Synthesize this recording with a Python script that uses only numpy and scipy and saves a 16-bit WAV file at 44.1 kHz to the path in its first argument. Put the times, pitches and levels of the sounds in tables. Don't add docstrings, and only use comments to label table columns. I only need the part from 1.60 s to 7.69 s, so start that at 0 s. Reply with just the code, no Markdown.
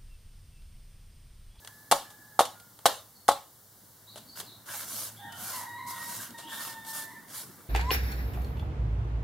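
import sys
import numpy as np
from scipy import signal
from scipy.fft import rfft, irfft
from scipy.io import wavfile
from scipy.ndimage import uniform_filter1d

SR = 44100
rng = np.random.default_rng(int(sys.argv[2]) if len(sys.argv) > 2 else 0)


def wav_out(sig):
    wavfile.write(sys.argv[1], SR, np.round(np.clip(np.atleast_2d(sig).T, -1, 1) * 32767).astype(np.int16))


N = 268569
TIME_S = np.arange(N) / SR

# frequency in Hz, correlation.
STEREO_CORRELATION = [(30, .45), (120, 0.9), (700, 0.75), (1500, 0.8), (3000, 0.88), (6000, 0.51),
                      (10000, 0.26), (15000, 0.49)]

# frequency in Hz, density in dB per Hz.
AIR_SPECTRUM = [(20, -23.5), (50, -14.5), (100, -7.5), (140, -9), (280, -22.5), (480, -15), (850, -17),
                (1600, -19.5), (2500, -31.5), (3300, -24), (4200, -20), (7500, -19.5), (13500, -15),
                (16000, -17)]
AIR_DB = -55
# time in seconds, level in dB.
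DRONE_LEVEL = [(0, -65), (1.0, -63), (2.0, -69.5), (2.6, -62), (3.2, -57.5), (3.8, -55.5), (4.6, -54.5),
               (5.3, -55.5), (6.09, -55)]
# frequency in Hz, density in dB per Hz.
DRONE_SPECTRUM = [(40, -43.5), (85, -24.5), (110, 0.5), (140, -6), (210, -2), (300, -4.5), (450, -17),
                  (1000, -13.5), (2000, -20.5), (5000, -36.5)]

# start in seconds, length in seconds,
# first pitch in Hz, last pitch in Hz, arch as a share of the pitch, fundamental in dB, octave in dB,
# hoarseness (0 = clear, about 1 = hoarse).
CROW_NOTES = [(0.01, 0.78, 852, 834, .024, -75, -62.5, 0.36), (0.919, 0.13, 714, 698, .008, -78, -65.5, .3),
              (3.579, 0.14, 775, 795.5, 0.0467, -50, -57.5, 0.77),
              (3.614, .1, 936, 908, -0.0011, -56, -52, 0.28), (3.687, 0.26, 700, 775, -.02, -60, -56, 0.88),
              (3.907, 0.18, 990, 922, .02, -46.5, -53, 1.12),
              (4.168, 0.191, 1048, 1018, .002, -48.5, -54.5, 0.66),
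              (5.43, 0.17, 976, 930, 0.026, -57.5, -58, 0.67),
              (5.46, 0.13, 895, 876, .001, -68, -56.5, 0.2)]
CROW_EDGE_S, HOARSE_JITTER_SHARE, HOARSE_JITTER_HZ = 0.023, .055, 195
# time in seconds, pitch in Hz,
# fundamental in dB, octave in dB.
CLEAR_NOTES = [
    [(4.06, 952, -49.5, -47), (4.138, 952.4, -47, -46.5), (4.222, 974, -49, -58),
     (4.408, 937, -47.5, -47.5), (4.54, 960, -52, -62)],
    [(4.74, 928.4, -49, -47), (4.908, 917, -57, -68), (4.922, 904, -52, -43), (5.014, 923, -61, -55),
     (5.186, 902, -47, -48.5), (5.224, 898.6, -58, -85), (5.276, 901, -44.5, -48.5),
     (5.42, 892, -58, -48.5), (5.44, 902, -54, -51)],
]
CLEAR_JITTER_SHARE, CLEAR_TRIM_DB = 0.00596, -1

# time in seconds, level in dB, pitch factor on the modes,
# crack of the grit in dB, shower of falling grit in dB.
POT_BLOWS = [(0.075, -37, 1.84, -35, -56), (0.3139, -5, 1.03, -14.5, -16.5),
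             (0.3237, 0, 1.008, -34.5, -45.5), (0.7923, 1, 1.03, -18, -23.5),
             (0.8065, -3.5, 0.91, -32.5, -28.5), (1.1905, -40, 1.14, -44, -68), (1.2568, 0, 0.95, -17, -15),
             (1.6819, -19, 1.13, -19.5, -31), (1.688, 2.5, 1.01, -21, -28.5),
             (1.7117, -12.5, 0.97, -52, -32.5), (2.559, -32, 0.77, -41, -48.5),
             (2.574, -39.5, 0.84, -45, -43)]
CRACK_RISE_S, CRACK_DECAY_S = 0.00085, 0.0018
FALL_RISE_S, FALL_DECAY_S = 0.0069, 0.0069
# start in seconds, level in dB, decay in seconds.
GRIT_TICKS = [(0.047, -43.5, 0.005), (0.501, -49.5, 0.015), (0.852, -33, 0.0074), (0.998, -48, .006),
              (2.799, -33.5, 0.0088), (3.721, -42.5, 0.011), (4.706, -41, 0.0027), (4.776, -43, 0.045),
              (5.248, -43, 0.006)]
TICK_RISE_SHARE = 0.2
# frequency in Hz, density in dB per Hz.
GRIT_SPECTRUM = [(150, -13.5), (600, 3), (1300, 3.5), (2100, -1.5), (3400, 5.5), (4000, 3), (5000, -0.5),
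                 (6700, -1), (8300, 2.5), (10500, 0.5), (13000, -6), (16000, -20)]
# frequency in Hz, density in dB per Hz.
GRIT_ECHO_SPECTRUM = [(200, -9), (800, 7.5), (2000, -4.5), (3600, 3.5), (5000, -1.5), (10000, -4),
                      (16000, -12)]

# frequency in Hz, level in dB, t60 in seconds.
POT_MODES = [(223, -38, 0.015), (292, -40, .14), (555, -23, 0.13), (758, -11.5, 0.0379), (842, -6, 0.028),
             (1076, -9.5, 0.025), (1176, -12, 0.014), (1524, -29, 0.028), (1850, -23.5, 0.015),
             (3010, -32, 0.019), (3560, -25.5, 0.028)]
NODE_HZ, NODE_WIDTH_HZ = 975, 60
# frequency in Hz, t60 in seconds.
PORCH_T60 = [(150, 0.29), (500, 0.23), (900, 0.31), (2000, 0.34), (4000, 0.34), (9000, 0.14), (15000, 0.5)]

# start in seconds, length in seconds, first pitch in Hz, last pitch in Hz,
# arch as a share of the pitch, level in dB.
BIRD_CHIRPS = [(1.542, 0.05, 4640, 4380, -0.034, -57), (2.465, 0.064, 3760, 4750, -0.029, -52.5),
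               (2.66, .135, 4620, 5570, -.11, -52.5), (2.856, .052, 4650, 3300, .02, -50),
               (2.892, 0.055, 3520, 4320, 0.046, -57.5), (3.56, 0.084, 3260, 3800, -.01, -52),
               (3.687, .11, 2940, 3200, 0.018, -55), (4.823, .15, 2708, 3717, 0.068, -47.5)]
CHIRP_EDGE_S, CHIRP_JITTER_SHARE = 0.014, .03

# start in seconds, length in seconds, moment of top speed as a share of the length,
# hiss of the skin in dB, drone of the table top in dB.
PALM_STROKES = [(2.754, 0.067, 0.65, -43, -48), (3.055, 0.21, 0.61, -39, -45),
                (3.213, 0.29, 0.7, -37.5, -47.5), (3.743, 0.32, 0.57, -38.5, -47.5),
                (4.262, 0.084, .45, -40.5, -54), (4.302, 0.15, 0.93, -44.5, -48.5),
                (4.427, 0.27, 0.35, -39.5, -47.5), (4.879, 0.27, 0.57, -41, -44.5),
                (5.253, 0.075, 0.86, -40, -52.5), (5.322, 0.14, 0.26, -37.5, -47),
                (5.67, 0.086, 0.84, -48, -53.5), (5.733, 0.12, 0.31, -39, -48.5)]
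SKIN_POWER, BOARD_POWER = 0.79, 0.48
# frequency in Hz, density in dB per Hz.
SKIN_SPECTRUM = [(1200, -41), (2200, -14), (3300, -8), (4200, -4), (5500, -2.5), (7500, -1.5), (10500, 1.5),
                 (13000, 0), (16000, -8)]
# frequency in Hz, density in dB per Hz.
BOARD_SPECTRUM = [(100, -12), (240, -12), (420, -7.5), (620, 5), (760, -1.5), (980, 5), (1200, 4.5),
                  (1520, 6), (1900, -2.5), (3000, -2.5), (6000, -5)]

# start in seconds, level in dB.
HAND_LANDINGS = [(3.076, -44.5), (4.588, -47.5), (4.914, -44.5)]
LANDING_RISE_S, LANDING_DECAY_S = 0.0082, 0.075
# frequency in Hz, density in dB per Hz.
LANDING_SPECTRUM = [(200, -28), (700, -19), (1000, 4), (1300, 1), (1600, 10), (2100, -8.5), (3000, -3),
                    (5000, -16), (12000, -36)]

NOTCH_HZ, NOTCH_WIDTH_HZ, BAND_LIMIT_HZ = 2510, 168, 15850


def amp(db):
    return 10 ** (np.asarray(db) / 20)


def unit(x):
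    return x / np.sqrt(np.mean(x ** 2) + 1e-20)


def read(points, hz):
    f, value = np.transpose(points)
    return np.interp(np.log(hz + 1), np.log(f + 1), value)


def add(mix, start_s, sound):
    part = mix[max(round(start_s * SR), 0):][:len(sound)]
    part += sound[:len(part)]


def pan(db):
    return amp([[db], [-db]])


def wander(rate_hz, size=N):
    hz = np.fft.rfftfreq(size, 1 / SR)
    lowpass = np.exp(-(hz / rate_hz) ** 2)
    return unit(irfft(rfft(rng.standard_normal(size)) * lowpass, size))


def stereo_colour(pair, spectrum):
    hz = np.fft.rfftfreq(N, 1 / SR)
    alike = np.clip(read(STEREO_CORRELATION, hz), -.99, .99)
    coloured = rfft(pair) * amp(read(spectrum, hz))
    mid, side = coloured * np.sqrt([1 + alike, 1 - alike])
    return unit(irfft([mid + side, mid - side], N))


def hiss(spectrum):
    return stereo_colour(rng.standard_normal((2, N)), spectrum)


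def grains(spectrum, per_s, spread_db):
    size = amp(spread_db * np.minimum(rng.exponential(1, (2, N)), 4))
    sign = rng.choice([-1, 1], (2, N))
    struck = rng.random((2, N)) < per_s / SR
    return stereo_colour(size * sign * struck, spectrum)


def patchy(x, depth_db, size=5):
    z = signal.stft(x, nperseg=1024, noverlap=768)[2]
    field = uniform_filter1d(rng.standard_normal(z.shape[1:]), size, 0)
    field = uniform_filter1d(field, 2 * size, 1)
    varied = z * amp(depth_db * unit(field))
    return unit(signal.istft(varied, nperseg=1024, noverlap=768)[1][:, :N])


def burst(rise_s, decay_s):
    t = np.arange(SR // 5) / SR
    return np.minimum(t / rise_s, 1) * np.exp(-np.maximum(t - rise_s, 0) / decay_s)


def echoes(x, t60_table, delay_s, width):
    taps = rng.choice([-1., 1.], (2, SR)) * (rng.random((2, SR)) < .12)
    hz, t, z = signal.stft(taps, SR, nperseg=256)
    decay = amp(-60 * t / read(t60_table, hz)[:, None])
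    tail = signal.istft(z * decay, SR, nperseg=256)[1]
    tail *= np.clip(np.arange(tail.shape[1]) / SR / delay_s - 1, 0, 1)
    mid, side = tail / np.linalg.norm(tail[0])
    response = np.array([mid + width * side, mid - width * side])
    return signal.fftconvolve(x[None], response, axes=1)[:, :N]


def lingering(level, t60_s):
    keep = np.exp(-2 * np.log(1000) / (t60_s * SR))
    return np.sqrt(signal.lfilter([1 - keep], [1, -keep], level ** 2))


def note(length_s, first_hz, last_hz, arch, edge_s, jitter, jitter_hz, flutter_db):
    t = np.arange(SR) / SR
    u = np.minimum(t / length_s, 1)
    hz = (first_hz + (last_hz - first_hz) * u) * (1 + arch * np.sin(np.pi * u))
    phase = 2 * np.pi * np.cumsum(hz * (1 + jitter * wander(jitter_hz, size=SR))) / SR
    gate = np.clip(np.minimum(t, length_s - t) / edge_s, 0, 1)
    return phase, gate * amp(flutter_db * wander(45, size=SR))


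def yard(swell_db=0.5, hum_db=-1.5, hum_hz=103, hum_mid_fade_s=4.45):
    air = amp(AIR_DB + swell_db * wander(1.85)) * hiss(AIR_SPECTRUM)
    hz = hum_hz * (1 + 0.036 * wander(12.3))
    hum = amp(hum_db + 2 * wander(4.8)) * np.sin(2 * np.pi * np.cumsum(hz) / SR)
    hum *= np.clip(hum_mid_fade_s + .5 - TIME_S, 0, 1)
    drone_gain = amp(np.interp(TIME_S, *np.transpose(DRONE_LEVEL)))
    return air + drone_gain * (patchy(hiss(DRONE_SPECTRUM), depth_db=4, size=3) + hum)


def syrinx(phase, first, octave, hoarse, third_db=-26, fourth_db=-12):
    upper = amp(third_db) * np.sin(3 * phase) + amp(fourth_db) * np.sin(4 * phase)
    upper /= 1 + hoarse
    return np.sqrt(2) * (first * (np.sin(phase) + upper) + octave * np.sin(2 * phase))


def crow(length_s, first_hz, last_hz, arch, first_db, octave_db, hoarse):
    phase, gain = note(length_s, first_hz, last_hz, arch, CROW_EDGE_S,
                       HOARSE_JITTER_SHARE * hoarse, HOARSE_JITTER_HZ, flutter_db=2.1)
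    return gain * syrinx(phase, amp(first_db), amp(octave_db), hoarse)


def held_note(rows, jitter_hz=90, edge_s=0.0081):
    s, *controls = np.transpose(rows)
    hz, first_db, octave_db = (np.interp(TIME_S, s, values) for values in controls)
    phase = 2 * np.pi * np.cumsum(hz * (1 + CLEAR_JITTER_SHARE * wander(jitter_hz))) / SR
    gate = np.clip(np.minimum(TIME_S - s[0], s[-1] - TIME_S) / edge_s, 0, 1)
    return amp(CLEAR_TRIM_DB) * gate * syrinx(phase, amp(first_db), amp(octave_db), hoarse=0)


def roosters(direct_db=0.5, wet_db=-2.0, pan_db=-0.5):
    voices = sum(held_note(rows) for rows in CLEAR_NOTES)
    for start_s, *shape in CROW_NOTES:
        add(voices, start_s, crow(*shape))
    trees = echoes(voices, [(500, 0.76), (4000, 1.0)], delay_s=0.0064, width=0.55)
    return (amp(direct_db) * voices + amp(wet_db) * trees) * pan(pan_db)


def rattles(wet_db=-6.5, t60_s=0.32, spread_db=1.5):
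    shower = np.zeros(N)
    for s, _, _, crack_db, fall_db in POT_BLOWS:
        add(shower, s - CRACK_RISE_S, amp(crack_db) * burst(CRACK_RISE_S, CRACK_DECAY_S))
        add(shower, s, amp(fall_db) * burst(FALL_RISE_S, FALL_DECAY_S))
    for s, db, decay_s in GRIT_TICKS:
        add(shower, s, amp(db) * burst(TICK_RISE_SHARE * decay_s, decay_s))
    clicks = shower * grains(GRIT_SPECTRUM, per_s=9000, spread_db=spread_db)
    diffuse = patchy(hiss(GRIT_ECHO_SPECTRUM), depth_db=3.5)
    return clicks + amp(wet_db) * lingering(shower, t60_s) * diffuse


def knocks(wet_db=-12.5):
    t, blows = np.arange(SR // 4) / SR, np.zeros(N)
    contact = 1 - np.exp(-t / .0005)
    for s, db, pitch, _, _ in POT_BLOWS:
        factors = pitch * (1 + .008 * rng.standard_normal(len(POT_MODES)))
        ring = np.zeros(len(t))
        for (hz, mode_db, t60_s), factor in zip(POT_MODES, factors):
            ring += amp(mode_db - 60 * t / t60_s) * np.sin(2 * np.pi * hz * factor * t)
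        add(blows, s, -amp(db) * ring * contact)
    blows = signal.sosfilt(signal.butter(2, 130, "high", fs=SR, output="sos"), blows)
    direct = signal.lfilter(*signal.iirnotch(NODE_HZ, NODE_HZ / NODE_WIDTH_HZ, SR), blows)
    porch = echoes(blows, PORCH_T60, delay_s=.005, width=.3)
    return (direct + amp(wet_db) * porch) * pan(.4)


def birds(direct_db=-4, wet_db=-3):
    whistles = np.zeros(N)
    for start_s, *glide, db in BIRD_CHIRPS:
        phase, gain = note(*glide, CHIRP_EDGE_S, jitter=CHIRP_JITTER_SHARE, jitter_hz=400, flutter_db=3)
        add(whistles, start_s, amp(db) * gain * np.sin(phase))
    echo = echoes(whistles, [(2500, 1.0), (6000, 0.29)], delay_s=0.00565, width=0.5)
    return amp(direct_db) * whistles + amp(wet_db) * echo


def hand_speed(start_s, length_s, top_share):
    top_s = start_s + length_s * np.clip(top_share, .05, .95)
    return np.sin(np.pi / 2 * np.interp(TIME_S, [start_s, top_s, start_s + length_s], [0, 1, 0]))


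def wiping(skin_db=-0.02, board_db=3, judder_db=0.7, pan_db=-0.5, wet_db=-8, t60_s=0.61):
    skin, board = np.zeros((2, N))
    for start_s, length_s, top_share, hiss_db, drone_db in PALM_STROKES:
        speed = hand_speed(start_s, length_s, top_share)
        skin = np.hypot(skin, amp(hiss_db) * speed ** SKIN_POWER)
        board = np.hypot(board, amp(drone_db) * speed ** BOARD_POWER)
    skin = np.hypot(skin, amp(wet_db) * lingering(skin, t60_s))
    board = np.hypot(board, amp(wet_db) * lingering(board, t60_s))
    fine = patchy(grains(SKIN_SPECTRUM, per_s=18000, spread_db=2.3), depth_db=2.4)
    coarse = patchy(grains(BOARD_SPECTRUM, per_s=1400, spread_db=3.2), depth_db=3)
    rub = amp(skin_db) * skin * fine * pan(pan_db)
    return (rub + amp(board_db) * board * coarse) * amp(judder_db * wander(53.0))


def landings():
    press = np.zeros(N)
    for s, db in HAND_LANDINGS:
        add(press, s, amp(db) * burst(LANDING_RISE_S, LANDING_DECAY_S))
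    return press * grains(LANDING_SPECTRUM, per_s=4700, spread_db=2.2)


def scene():
    return yard() + roosters() + rattles() + knocks() + birds() + wiping() + landings()


def record(dry):
    notch = signal.iirnotch(NOTCH_HZ, NOTCH_HZ / NOTCH_WIDTH_HZ, SR)
    notched = signal.lfilter(*notch, signal.lfilter(*notch, dry))
    lowpass = signal.firwin(301, BAND_LIMIT_HZ, window=("kaiser", 9), fs=SR)
    return signal.oaconvolve(notched, lowpass[None], "same")


dry = scene()
out = record(dry)
wav_out(out)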